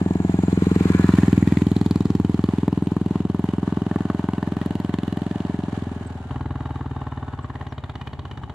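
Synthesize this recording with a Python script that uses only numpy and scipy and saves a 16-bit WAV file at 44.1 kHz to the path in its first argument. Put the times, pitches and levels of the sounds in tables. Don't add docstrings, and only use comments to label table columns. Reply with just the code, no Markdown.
import sys
import numpy as np
from scipy import signal
from scipy.fft import rfft, irfft, next_fast_len
from scipy.io import wavfile
from scipy.ndimage import map_coordinates

SR = 44100
rng = np.random.default_rng(int(sys.argv[2]) if len(sys.argv) > 2 else 0)


def dump_mix(stems):
    frames = np.atleast_2d(stems).T
    limited = np.clip(frames, -1, 1)
    pcm = np.round(limited * 32767).astype(np.int16)
    wavfile.write(sys.argv[1], SR, pcm)


N = 376613
TIME = np.arange(N) / SR
ENGINE_PASS_S, PIPE_PASS_S = 1, 1.156
PASSING_S = 0.34
FALTER_S, LUG_S = (5.63, 6.11), 6.28


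def undb(db):
    return 10 ** (np.asarray(db) / 20)


def unit(x):
    return x / np.sqrt(np.mean(x ** 2))


def curves(table, at):
    s, *columns = np.transpose(table)
    return [np.interp(at, s, c) for c in columns]


def gains(points, size):
    hz, db = np.transpose(points)
    return undb(np.interp(np.log(np.fft.rfftfreq(size, 1 / SR) + 1), np.log(hz), db))


def colour(x, points):
    size = next_fast_len(N)
    return irfft(rfft(x, size) * gains(points, size), size)[..., :N]


def ring(x, points, size=8192):
    cepstrum = irfft(np.log(gains(points, size)))
    cepstrum[1:size // 2] *= 2
    cepstrum[size // 2 + 1:] = 0
    response = irfft(np.exp(rfft(cepstrum)))
    return signal.oaconvolve(x, response / np.linalg.norm(response))[:N]


def boost(x, at, hz, db, width):
    f, s, frames = signal.stft(x, SR, nperseg=2048, noverlap=1536)
    centre, gain = np.interp(s, at, hz), undb(np.interp(s, at, db) / 2)
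    u = 1j * f[:, None] / centre
    frames = frames * (1 + u * width * gain + u ** 2) / (1 + u * width / gain + u ** 2)
    return signal.istft(frames, SR, nperseg=2048, noverlap=1536)[1][..., :N]


def walk(rate_hz):
    knots = rng.standard_normal(N // 100)
    return np.interp(TIME * rate_hz, np.arange(len(knots)), knots)


def distance(at, closest_s):
    return np.hypot(1, (at - closest_s) / PASSING_S)


def pulses(times, db):
    train = np.zeros(N)
    samples = np.clip((times * SR).astype(int), 0, N - 1)
    train[samples] = undb(db) * np.sqrt(SR / curves(FIRING_RATE, times)[0])
    return train


def even_noise(count, size):
    cycle = irfft(np.exp(2j * np.pi * rng.random((count, 183))))
    return unit(cycle[:, np.arange(size) % cycle.shape[1]])


def puffs(times, db, rise_s, fall_s, alike, size=2048):
    t = np.arange(size) / SR
    shape = (1 - np.exp(-t / rise_s)) ** 2 * np.exp(-t / fall_s)
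    shape /= np.linalg.norm(shape)
    train = pulses(times, db)
    envelope = np.sqrt(np.abs(signal.oaconvolve(train ** 2, shape ** 2)[:N]))
    fresh = envelope * rng.standard_normal((2, N))
    patterns = signal.oaconvolve(train[None], shape * even_noise(8, size), axes=1)[:, :N]
    blend = np.array([walk(7) for _ in range(4)])
    recurring = (patterns.reshape(2, 4, N) * blend).sum(axis=1) / np.linalg.norm(blend, axis=0)
    return np.sqrt(1 - alike) * fresh + np.sqrt(alike) * recurring


def pings(times, db, tones, scatter_db, size=4096):
    t = np.arange(size) / SR
    chance = rng.standard_normal((len(times), len(tones))).T
    out = 0
    for (hz, tone_db, t60_s), luck in zip(tones, chance):
        tone = np.sin(2 * np.pi * hz * t) * np.exp(-np.log(1000) * t / t60_s)
        blows = pulses(times, db + tone_db + scatter_db * luck)
        out = out + signal.oaconvolve(blows, tone / np.linalg.norm(tone))[:N]
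    return out / np.sqrt(len(tones))


# freq_hz, side_minus_mid_db
STEREO_WIDTH = [(60, -33), (250, -23), (600, -17), (1200, -13.5), (2200, -4), (4500, -6.5), (9000, -4.5)]
def stereo(mid, side, wide_db):
    return mid + np.array([[1], [-1]]) * undb(wide_db) * colour(side, STEREO_WIDTH)


# start_s, length_s, start_hz, end_hz, level_db
BIRD_CHIRPS = [(2.826, 0.038, 8000, 8500, -56), (4.855, .025, 8100, 7800, -62),
               (6.063, 0.02, 8260, 7800, -47.5), (6.703, 0.014, 9000, 8500, -73),
               (7.424, 0.023, 8100, 7060, -56.5), (7.673, 0.07, 6700, 4600, -64)]
def birds():
    out = np.zeros(N)
    for start_s, length_s, start_hz, end_hz, db in BIRD_CHIRPS:
        progress = np.clip((TIME - start_s) / length_s, 0, 1)
        hz = (start_hz + (end_hz - start_hz) * progress) * (1 + 0.019 * walk(600))
        out += undb(db) * np.sin(np.pi * progress) * np.sin(2 * np.pi * np.cumsum(hz) / SR)
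    return out * np.array([[1.3], [.6]])


def breeze():
    spectrum = [(15, -12), (35, -27), (90, 11.5), (400, -5.5), (2000, -61)]
    mid, side = unit(colour(rng.standard_normal((2, N)), spectrum))
    return (mid + np.array([[.3], [-.3]]) * side) * undb(-43.5 + 2 * walk(1.92))


# delay_s, level_db
HOUSE_ECHOES = [(.0062, -8.5), (0.011, -12.5), (0.035, -20), (0.081, -21)]
def street(x, t60_s, tail_db, size=32768):
    t = np.arange(size) / SR
    tail = rng.standard_normal((2, size)) * np.exp(-np.log(1000) * t / t60_s) * (t > .008)
    tail *= undb(tail_db) * np.sqrt(2) / np.linalg.norm(tail)
    echoes = sum(undb(db) * np.interp(TIME - s, TIME, x, left=0) for s, db in HOUSE_ECHOES)
    mid, side = (signal.oaconvolve(x, h)[:N] for h in tail)
    reflected = stereo(mid + echoes, side, wide_db=4)
    return colour(reflected, [(300, -3.5), (800, -16.5), (2000, -7.5), (6000, -8)])


# time_s, delay_s, level_db
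PARKED_CAR_ECHO = [(1.0, 0.033, -36), (1.4, .028, -21.5), (1.8, 0.021, -27), (2.2, 0.011, -31),
                   (2.7, 0.00705, -20), (3.2, 0.0053, -19), (4.2, .005, -30)]
def parked_car(x):
    delay_s, db = curves(PARKED_CAR_ECHO, TIME)
    return undb(db) * np.interp(TIME - delay_s, TIME, x, left=0)


def road(x, bounce, unity_hz, closest_s=1.2, passing_s=0.79, longest_s=0.0014):
    delay_s = longest_s / np.hypot(1, (TIME - closest_s) / passing_s)
    combed = x + bounce * np.interp(TIME - delay_s, TIME, x)
    return combed / np.abs(1 + bounce * np.exp(2j * np.pi * unity_hz * delay_s))


def churn():
    spectrum = [(40, 1.5), (90, -6), (200, 4), (380, 13), (600, -19), (2000, -59)]
    below_db = np.where(TIME > LUG_S, 30, 24)
    return unit(colour(rng.standard_normal(N), spectrum)) * undb(thump_level(TIME) - below_db)


# time_s, slow_db, middle_db, fast_db
WHINE_LEVEL = [(0, -65, -47, -75), (.5, -61, -60, -58), (1.0, -43, -39, -57), (1.6, -73, -84, -82),
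               (4.2, -50.5, -66, -85), (5.6, -59, -55, -83), (6.6, -56, -60, -66), (7.3, -54, -53.5, -66),
               (7.8, -68, -79, -81)]
TEETH_PER_FIRING = (70.5, 79.7, 192)
def gear_whine(phase):
    surge = 1 + 0.014 * np.sin(2 * np.pi * phase) + 0.0145 * walk(200)
    cycles = np.cumsum(curves(FIRING_RATE, TIME)[0] * surge) / SR
    return sum(np.sin(2 * np.pi * teeth * cycles) * undb(db + 2 * walk(40))
               for teeth, db in zip(TEETH_PER_FIRING, curves(WHINE_LEVEL, TIME)))


# time_s, level_db
SIZZLE_LEVEL = [(0, -66.5), (.45, -60.5), (.9, -62), (1.3, -59), (2, -68), (3, -90)]
# freq_hz, level_db
SIZZLE_COLOUR = [(5500, -39), (6350, -11), (6600, -5), (6760, 5), (6900, 2), (7060, -9), (7350, -1),
                 (7900, -5.5), (8500, -19), (9500, -53)]
def sizzle():
    hiss = unit(colour(rng.standard_normal((2, N)), SIZZLE_COLOUR))
    return stereo(*hiss, wide_db=5) * undb(curves(SIZZLE_LEVEL, TIME)[0] + 3.6 * walk(120))


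# freq_hz, level_db
NEAR_RUSTLE = [(300, -5), (500, 5), (700, -19), (1000, 9.5), (1300, 1), (1650, -6), (1950, -6),
               (2290, -10.5), (2800, -16.5), (4200, -17), (5600, -25), (7200, -20), (9000, -27.5),
               (12000, -32), (16000, -71)]
FAR_RUSTLE = [(300, -4.5), (520, -7.5), (820, 2), (1050, -3), (1300, -9.5), (1750, -10.5), (2100, -18),
              (2350, -16), (2580, -19.5), (2950, -11), (3400, -15.5), (3850, -13), (4130, -16), (4450, -17),
              (5200, -23), (5480, -22.5), (5800, -22.5), (6800, -21), (8000, -25), (11200, -31),
              (16000, -85)]
# time_s, low_db, high_db
FAR_RUSTLE_LEVEL = [(0, -43, -67), (2.6, -46, -61), (4.0, -44.5, -61), (5.8, -44.5, -61), (7.5, -48, -71),
                    (8.54, -50.5, -72)]
CLATTER_FOCUS = 1.88
def rustle(phase, near):
    far_low_db, far_high_db = curves(FAR_RUSTLE_LEVEL, TIME)
    noise = rng.standard_normal((2, 2, N))
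    ticking = undb(1.1 * np.cos(4 * np.pi * phase + 1) + 2.36 * walk(180) + 1.05 * walk(9))
    clatter, hiss = undb(-41.5) * near ** CLATTER_FOCUS, undb(-47.5) * near
    out = 0
    for band, near_gain, far_db in (("low", clatter, far_low_db), ("high", hiss, far_high_db)):
        close, far = signal.sosfilt(signal.butter(4, 2200, band, fs=SR, output="sos"), noise)
        out += near_gain * unit(colour(close, NEAR_RUSTLE))
        out += undb(far_db) * unit(colour(far, FAR_RUSTLE))
    return stereo(*(out * ticking), wide_db=4.5)


# cycle_fraction, level_db
VALVE_KNOCKS = [(0.178, -19), (.44, -12), (.6, -12.5), (.7, -4.5), (0.879, -4.5)]
# pitch_hz, level_db, t60_s
HEAD_MODES = [(835, -8.5, 0.071), (1108, -5, 0.057), (1410, 0, 0.13), (1545, -7, 0.08), (1655, -4, 0.098),
              (1900, -9.5, 0.081), (2306, -7, 0.096), (2460, -10, .05), (3500, -12.5, .04),
              (4030, -13, .08)]
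def valves(times, near, level_db=-38):
    place, db = np.transpose(VALVE_KNOCKS)
    blows = (times[:, None] + place / curves(FIRING_RATE, times)[0][:, None]).ravel()
    blows += .0004 * rng.standard_normal(len(blows))
    blow_db = level_db + np.tile(db, len(times))
    mid, side = (pings(blows, blow_db, HEAD_MODES, scatter_db=5.5) for _ in range(2))
    return stereo(mid, side, wide_db=3.5) * near ** CLATTER_FOCUS


# time_s, level_db
HONK_LEVEL = [(0, -42), (.45, -38), (.8, -63), (1.1, -58), (1.4, -66)]
# freq_hz, level_db
HONK_COLOUR = [(200, -20), (400, 1), (480, -1), (560, -3), (660, 6), (800, 8), (1000, -9), (1700, -29),
               (4000, -54)]
def intake_honk(times):
    times = times[times < HONK_LEVEL[-1][0]]
    return ring(pulses(times + 0.00174, curves(HONK_LEVEL, times)[0]), HONK_COLOUR)


# time_s, level_db
GULP_LEVEL = [(3.5, -60), (4.9, -56), (5.6, -52), (6.1, -58), (6.35, -50), (6.7, -49), (7.1, -54),
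              (7.6, -59), (8.54, -51)]
# freq_hz, level_db
GULP_COLOUR = [(200, -37), (500, -25), (680, -10.5), (780, 4), (860, 2), (1000, -20), (1300, -17),
               (3000, -53), (8000, -92)]
def gulps(times, cycle_fraction=.73):
    times = times + cycle_fraction / curves(FIRING_RATE, times)[0]
    times = times[times < TIME[-1]]
    db = curves(GULP_LEVEL, times)[0] + 1.8 * rng.standard_normal(len(times))
    return ring(pulses(times, db), GULP_COLOUR)


# time_s, level_db
FIZZ_LEVEL = [(0, -80), (.9, -78), (1.3, -66), (1.9, -62.5), (2.2, -70.5), (2.8, -72), (3.15, -77),
              (3.42, -68), (3.68, -80), (4.3, -73), (4.78, -67.5), (4.96, -76), (5.15, -66.5), (5.33, -89),
              (5.9, -90)]
# freq_hz, level_db
FIZZ_COLOUR = [(3000, -29), (6000, -5), (8000, 1), (10000, 5), (11800, 4.5), (13500, -5), (15200, -5),
               (16500, -19)]
def fizz(burns, steepness=3.3, scatter_db=1.5):
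    times, thump_db = burns[burns[:, 0] < LUG_S].T[:2]
    db = curves(FIZZ_LEVEL, times)[0] + steepness * (thump_db - thump_level(times))
    db -= scatter_db * rng.standard_normal(len(times))
    jet = puffs(times - .0008, db, rise_s=.0012, fall_s=0.001, alike=.2)
    return stereo(*colour(jet, FIZZ_COLOUR), wide_db=7)


# freq_hz, level_db
PIPE_RESONANCES = [(450, -48.5), (570, -11.5), (603, -4), (640, -10.5), (675, -25), (707, -5.5),
                   (750, -12.5), (900, -52.5), (3000, -83)]
def pipe_ring(times, level_db=-43, loudest_s=4.77, half_width_s=1.64):
    times = times[times < LUG_S]
    swell = 1 / (1 + ((times - loudest_s) / half_width_s) ** 4)
    db = level_db + 20 * np.log10(swell) + curves(ENGINE_FADE, times)[0]
    return ring(pulses(times + 0.00201, db), PIPE_RESONANCES)


# start_s, extra_thump_db, extra_bark_db, extra_spit_db
HARD_BURNS = [(1.09, 1, 3, 4), (1.185, 1, 3, 4.5), (1.329, 0.5, 3, 4), (1.764, -0.5, -1, 3.5),
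              (1.812, -0.5, 5, -1), (1.861, -0.5, 0.5, 0), (1.909, 0, 1, 2.5), (2.199, 0.5, 3.5, -2.5),
              (2.392, -0.5, 5.5, -2), (2.439, 1.5, 6, 4.5), (2.487, 0, 3.5, 3), (2.679, 2, 8, 4),
              (2.963, 0.5, 6, -1), (3.155, 0.5, 5.5, 3), (3.439, 1.1, 3.5, -9), (3.488, -0.5, -4, 7),
              (3.628, 0.5, 1.5, -1), (3.676, 0.5, 2.5, -10), (3.724, 0.5, 2, 0), (3.771, 1, 1.5, -10),
              (3.865, 0, 2.5, -5), (3.912, 0.5, 4.5, -11), (3.959, 2, 4.5, -5), (4.1, 1.5, 7.5, 1),
              (4.287, 1, 5, -5), (4.427, 0, 3.5, -1), (4.66, 1.1, 1.5, 0), (4.707, -0.5, 2, 0),
              (4.939, 1.5, 6, 3.5)]
# freq_hz, level_db
POP_COLOUR = [(20, -3), (60, 6), (200, 0.5), (600, 2.5), (1300, -20), (3000, -30), (12000, -44)]
def pops():
    times, extra_db = np.transpose(HARD_BURNS)[:2]
    excess_db = 20 * np.log10(np.maximum(undb(extra_db) - 1, .001))
    return -ring(pulses(times + 0.001135, thump_level(times) + excess_db - 2.5), POP_COLOUR)


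# time_s, freq_hz, boost_db
BARK_SWEEP = [(0, 1330, -11), (.8, 910, -10), (1.3, 850, -14), (1.701, 800, 6), (2.3, 1020, 4),
              (3.0, 950, 0), (3.7, 1530, 3), (4.6, 1800, 6.5), (5.5, 1790, 5.5), (5.899, 1500, -7),
              (6.3, 775, 5), (6.9, 826, 0), (7.2, 1400, 3), (7.5, 1800, 8), (8.0, 1800, -0.5),
              (8.54, 1700, 3)]
# time_s, peak_hz, peak_db, hollow_hz, hollow_db
RASP_SWEEP = [(.8, 1310, 7, 2810, 7), (1.1, 1460, 8.5, 2800, 2), (1.35, 2100, 8, 2850, -4),
              (1.57, 2170, 18.5, 2930, -20), (1.72, 3540, 8, 2690, -32), (1.9, 4670, 11.5, 2750, -23),
              (2.15, 5600, 11, 2900, -8), (2.6, 4500, 0.5, 2760, 0.5), (4.398, 4100, 1.5, 2360, -4.5),
              (8.54, 3780, 4.5, 2670, -13.5)]
def passing_sweep(gas):
    s, peak_hz, peak_db, hollow_hz, hollow_db = np.transpose(RASP_SWEEP)
    gas = boost(gas, *np.transpose(BARK_SWEEP), width=0.38)
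    gas = boost(gas, s, peak_hz, peak_db, width=0.34)
    return boost(gas, s, hollow_hz, hollow_db, width=0.11)


# time_s, level_db
BARK_LEVEL = [(0, -39), (1.4, -40), (2.3, -37), (3.3, -35.5), (3.8, -32.5), (4.3, -32), (4.9, -36.5),
              (5.55, -41), (6.4, -37.5), (7.3, -41), (8.54, -44.5)]
SPIT_LEVEL = [(.7, -56), (1.2, -50.5), (1.5, -44.5), (1.87, -43), (2.3, -51.5), (3.9, -56), (4.5, -48.5),
              (5.05, -48), (5.6, -53.5), (6.55, -54.5), (7.1, -59), (7.45, -56), (7.75, -49), (8.1, -48),
              (8.54, -50)]
def gas_levels(at, steepness=2.92, peak_db=13.5, half_width_s=0.25):
    fade_db = steepness * curves(ENGINE_FADE, at)[0]
    flare_db = peak_db * np.exp(-((at - PIPE_PASS_S) / half_width_s) ** 2)
    return curves(BARK_LEVEL, at)[0] + fade_db + flare_db, curves(SPIT_LEVEL, at)[0] + fade_db


# freq_hz, level_db
CRUISE_CRACK = [(100, -23.5), (400, 0.5), (520, -4.5), (620, 7.5), (900, 8), (1150, 5), (1450, -4),
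                (1850, -13.5), (2250, -18), (3000, -11.5), (5000, -41), (12000, -44), (16000, -67)]
LUG_CRACK = [(100, -32), (400, 3.5), (520, -12), (640, -7), (780, 6), (930, 5.5), (1100, 7.5), (1450, -5),
             (1850, -17), (2250, -14), (3000, -14.5), (5000, -41), (12000, -49), (16000, -73)]
# freq_hz, level_db
BARK_COLOUR = [(60, -4), (300, -8), (520, -28), (600, 6), (655, -6.5), (715, 0.5), (790, -3.5), (860, 5.5),
               (960, -2), (1100, 4.5), (1400, -16.5), (1800, -5), (2200, -24), (4000, -53), (12000, -78)]
CRUISE_SPIT = [(1200, -0.5), (2300, 3.5), (3000, 10.5), (3400, 5.5), (3850, 1.5), (4120, 2.5), (4420, 0.5),
               (5150, -11), (5480, -8.5), (5800, -11.5), (6700, -10), (7500, -8.5), (9500, -18.5),
               (12000, -23.5), (15500, -48)]
LUG_SPIT = [(1200, 10), (2300, 3), (3000, 11.5), (3450, 2.5), (3850, 0), (4150, -3), (4480, -5),
            (4850, -13), (7000, -13.5), (9000, -27), (11500, -21), (15500, -75)]
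# pitch_hz, level_db, t60_s
ZING_TONES = [(1919, 2.5, 0.037), (2450, 0, 0.041), (2982, 5, 0.029), (3804, -6, 0.042), (4420, -13, 0.038),
              (5600, -24, 0.011)]
def exhaust(burns, crack_colour, spit_colour, delay_s, spit_fall_s, bark_fall_s,
            shock_db, snap_db, bark_db, spit_db, zing_db, snap_scatter_db):
    times, _, burn_bark_db, burn_spit_db = burns.T
    jitter, front_luck, stray_luck, lag = rng.standard_normal((len(times), 4)).T
    gas_s = times + delay_s
    front_s = gas_s + .0005 + .0001 * jitter
    stray_s = front_s + .0002 + .0006 * np.abs(lag)
    shock = -pulses(front_s, burn_bark_db + shock_db)
    snap = pulses(stray_s, burn_spit_db + snap_db + snap_scatter_db * stray_luck)
    snap -= pulses(front_s, burn_spit_db + snap_db + snap_scatter_db * front_luck)
    bark = puffs(gas_s, burn_bark_db + bark_db, rise_s=0.0011, fall_s=bark_fall_s, alike=0.75)
    spit = puffs(gas_s - .0005, burn_spit_db + spit_db, rise_s=0.0023, fall_s=spit_fall_s, alike=0.78)
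    zing = pings(front_s, burn_spit_db + zing_db, ZING_TONES, scatter_db=5)
    mid = ring(shock, crack_colour) + ring(bark[0], BARK_COLOUR) + ring(snap + spit[0], spit_colour)
    side = ring(bark[1], BARK_COLOUR) + ring(spit[1], spit_colour)
    return stereo(mid + zing, side, wide_db=0)


# time_s, level_db
ENGINE_FADE = [(5.45, -3.5), (5.8, -4.5), (6.05, -8.5), (6.26, -12.5), (6.3, -0.5)]
def thump_level(at, base_db=-12.5, loss_db_per_decade=9.5, sag_db_per_s=3):
    loss_db = loss_db_per_decade * np.log10(distance(at, PIPE_PASS_S))
    lug_db = (at > LUG_S) * (-0.6 - sag_db_per_s * (at - LUG_S))
    return base_db - loss_db + curves(ENGINE_FADE, at)[0] + lug_db


# freq_hz, level_db
FRONT_PIPE = [(30, -52), (63, -31), (76, -9.5), (92, -1.5), (132, -12), (183, 2.5), (228, -7), (280, -4),
              (340, -9), (410, -12), (490, -22), (560, -33.5), (850, -42), (2500, -90)]
REAR_PIPE = [(30, -44.5), (63, -38), (76, -5), (92, 2), (135, -3.5), (180, 3.5), (215, 1), (245, -1),
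             (290, 0.5), (340, -7), (410, -8), (480, -23.5), (560, -28.5), (850, -42), (2500, -58),
             (7000, -100)]
FALTER_PIPE = [(30, -44), (58, -51), (80, 3.5), (110, -0.5), (140, -3), (185, -10.5), (260, -3),
               (310, -17.5), (400, -12), (520, -35), (850, -47), (2500, -81)]
LUG_PIPE = [(30, -29), (48, -37), (62, -5.5), (80, -2.5), (110, -6), (138, 0.5), (176, -13), (205, -13),
            (250, -8.5), (310, -16.5), (420, -19), (520, -38.5), (900, -25.5), (2500, -101)]
# time_s, freq_hz, boost_db
THUMP_EDGE = [(0, 470, -2), (.4, 480, 0), (.7, 450, 5.5), (.9, 460, 0.5), (1.15, 450, -10),
              (1.5, 413, -4.5), (2.2, 502, 3), (5.9, 342, -2), (6.25, 330, -14), (6.4, 318, 4.5),
              (6.9, 303, 1), (7.4, 295, -5), (8.3, 270, -7.5)]
def thumps(burns, cruise_db, falter_db, lug_db, blow_s, kickback, lug_rate_hz=19.6):
    times, db = burns.T[:2]
    lug = times > LUG_S
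    blows = pulses(times[~lug], db[~lug])
    faltering = np.interp(TIME, FALTER_S, (0, 1))
    cruising = blows * (1 - faltering) * undb(cruise_db)
    behind = np.interp(TIME, (.85, 1.4), (0, 1))
    open_s = blow_s * (lug_rate_hz / curves(FIRING_RATE, times[lug])[0]) ** 0.28
    closing = kickback * pulses(times[lug] + open_s, db[lug] + lug_db)
    long_blows = closing - pulses(times[lug], db[lug] + lug_db)
    pipe = (ring(long_blows, LUG_PIPE)
            - ring(cruising * (1 - behind), FRONT_PIPE)
            - ring(cruising * behind, REAR_PIPE)
            - ring(blows * faltering * undb(falter_db), FALTER_PIPE))
    return boost(pipe, *np.transpose(THUMP_EDGE), width=0.14)


# time_s, rate_hz
FIRING_RATE = [(0.0, 21.365), (0.7, 21.456), (1.0, 21.294), (1.3, 20.746), (1.7, 20.632), (2.3, 20.776),
               (3.8, 21.248), (4.6, 21.47), (5.3, 21.573), (5.9, 21.406), (6.1, 20.887), (6.25, 19.293),
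               (6.45, 20.505), (6.7, 19.72), (7.0, 19.171), (7.5, 18.083), (8.0, 16.957), (8.54, 16.077)]
def firings(first_phase=.699, scatter_db=(.25, 1.2, 2.1)):
    phase = first_phase + np.cumsum(curves(FIRING_RATE, TIME)[0]) / SR
    times = TIME[1:][np.diff(np.floor(phase)) > 0]
    extra_db = rng.standard_normal((len(times), 3)) * scatter_db
    extra_db[times > LUG_S] *= .5
    for start_s, *db in HARD_BURNS:
        extra_db[np.argmin(np.abs(times - start_s))] = db
    levels_db = np.column_stack([thump_level(times), *gas_levels(times)]) + extra_db
    return phase, np.column_stack([times, levels_db])


def scene():
    phase, burns = firings()
    times = burns[:, 0]
    lugging = times > LUG_S
    near = 1 / distance(TIME, ENGINE_PASS_S)
    thump = thumps(burns, cruise_db=1.36, falter_db=2, lug_db=-8.5, blow_s=0.00542, kickback=1.47)
    gas = exhaust(burns[~lugging], CRUISE_CRACK, CRUISE_SPIT,
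                  delay_s=0.00027, spit_fall_s=0.0015, bark_fall_s=0.0017,
                  shock_db=-1, snap_db=-2.5, bark_db=-4.5, spit_db=4, zing_db=-2, snap_scatter_db=5)
    gas += exhaust(burns[lugging], LUG_CRACK, LUG_SPIT,
                   delay_s=0.002497, spit_fall_s=0.003, bark_fall_s=0.0032,
                   shock_db=-5.5, snap_db=-14, bark_db=-5, spit_db=-1, zing_db=-6.5, snap_scatter_db=3)
    gas = passing_sweep(gas)
    gas_mid = gas.mean(axis=0)
    echoes = street(gas_mid * undb(-4 * near), t60_s=1, tail_db=-5) + parked_car(thump + gas_mid)
    pipe = road(thump, bounce=0.1, unity_hz=184) + gas + fizz(burns) + pops() + pipe_ring(times)
    airbox = gulps(times) + intake_honk(times)
    machine = rustle(phase, near) + valves(times, near) + sizzle() + gear_whine(phase)
    left, right = echoes + pipe + airbox + machine + churn() + breeze()
    lag_ms = np.interp(TIME, (0.9, 1.18), (-0.15, 0.022))
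    left = map_coordinates(left, [np.arange(N) - lag_ms * SR / 1000], order=3, mode="nearest")
    return np.array([left, right]) + birds()


# freq_hz, left_minus_right_db
MIC_PORTS = [(100, 0.4), (300, 0), (550, 2.1), (1100, 0.8), (2200, -0.3), (4500, -0.5), (8000, -9.5),
             (13000, 15.5)]
def record(dry, top_hz=15700):
    channels = np.array([colour(x, [(hz, sign * db / 2) for hz, db in MIC_PORTS])
                         for x, sign in zip(dry, (1, -1))])
    rounded = channels / (1 + channels ** 8) ** (1 / 8)
    return signal.sosfilt(signal.ellip(8, .2, 80, top_hz, fs=SR, output="sos"), rounded)


dry = scene()
out = record(dry)
dump_mix(out)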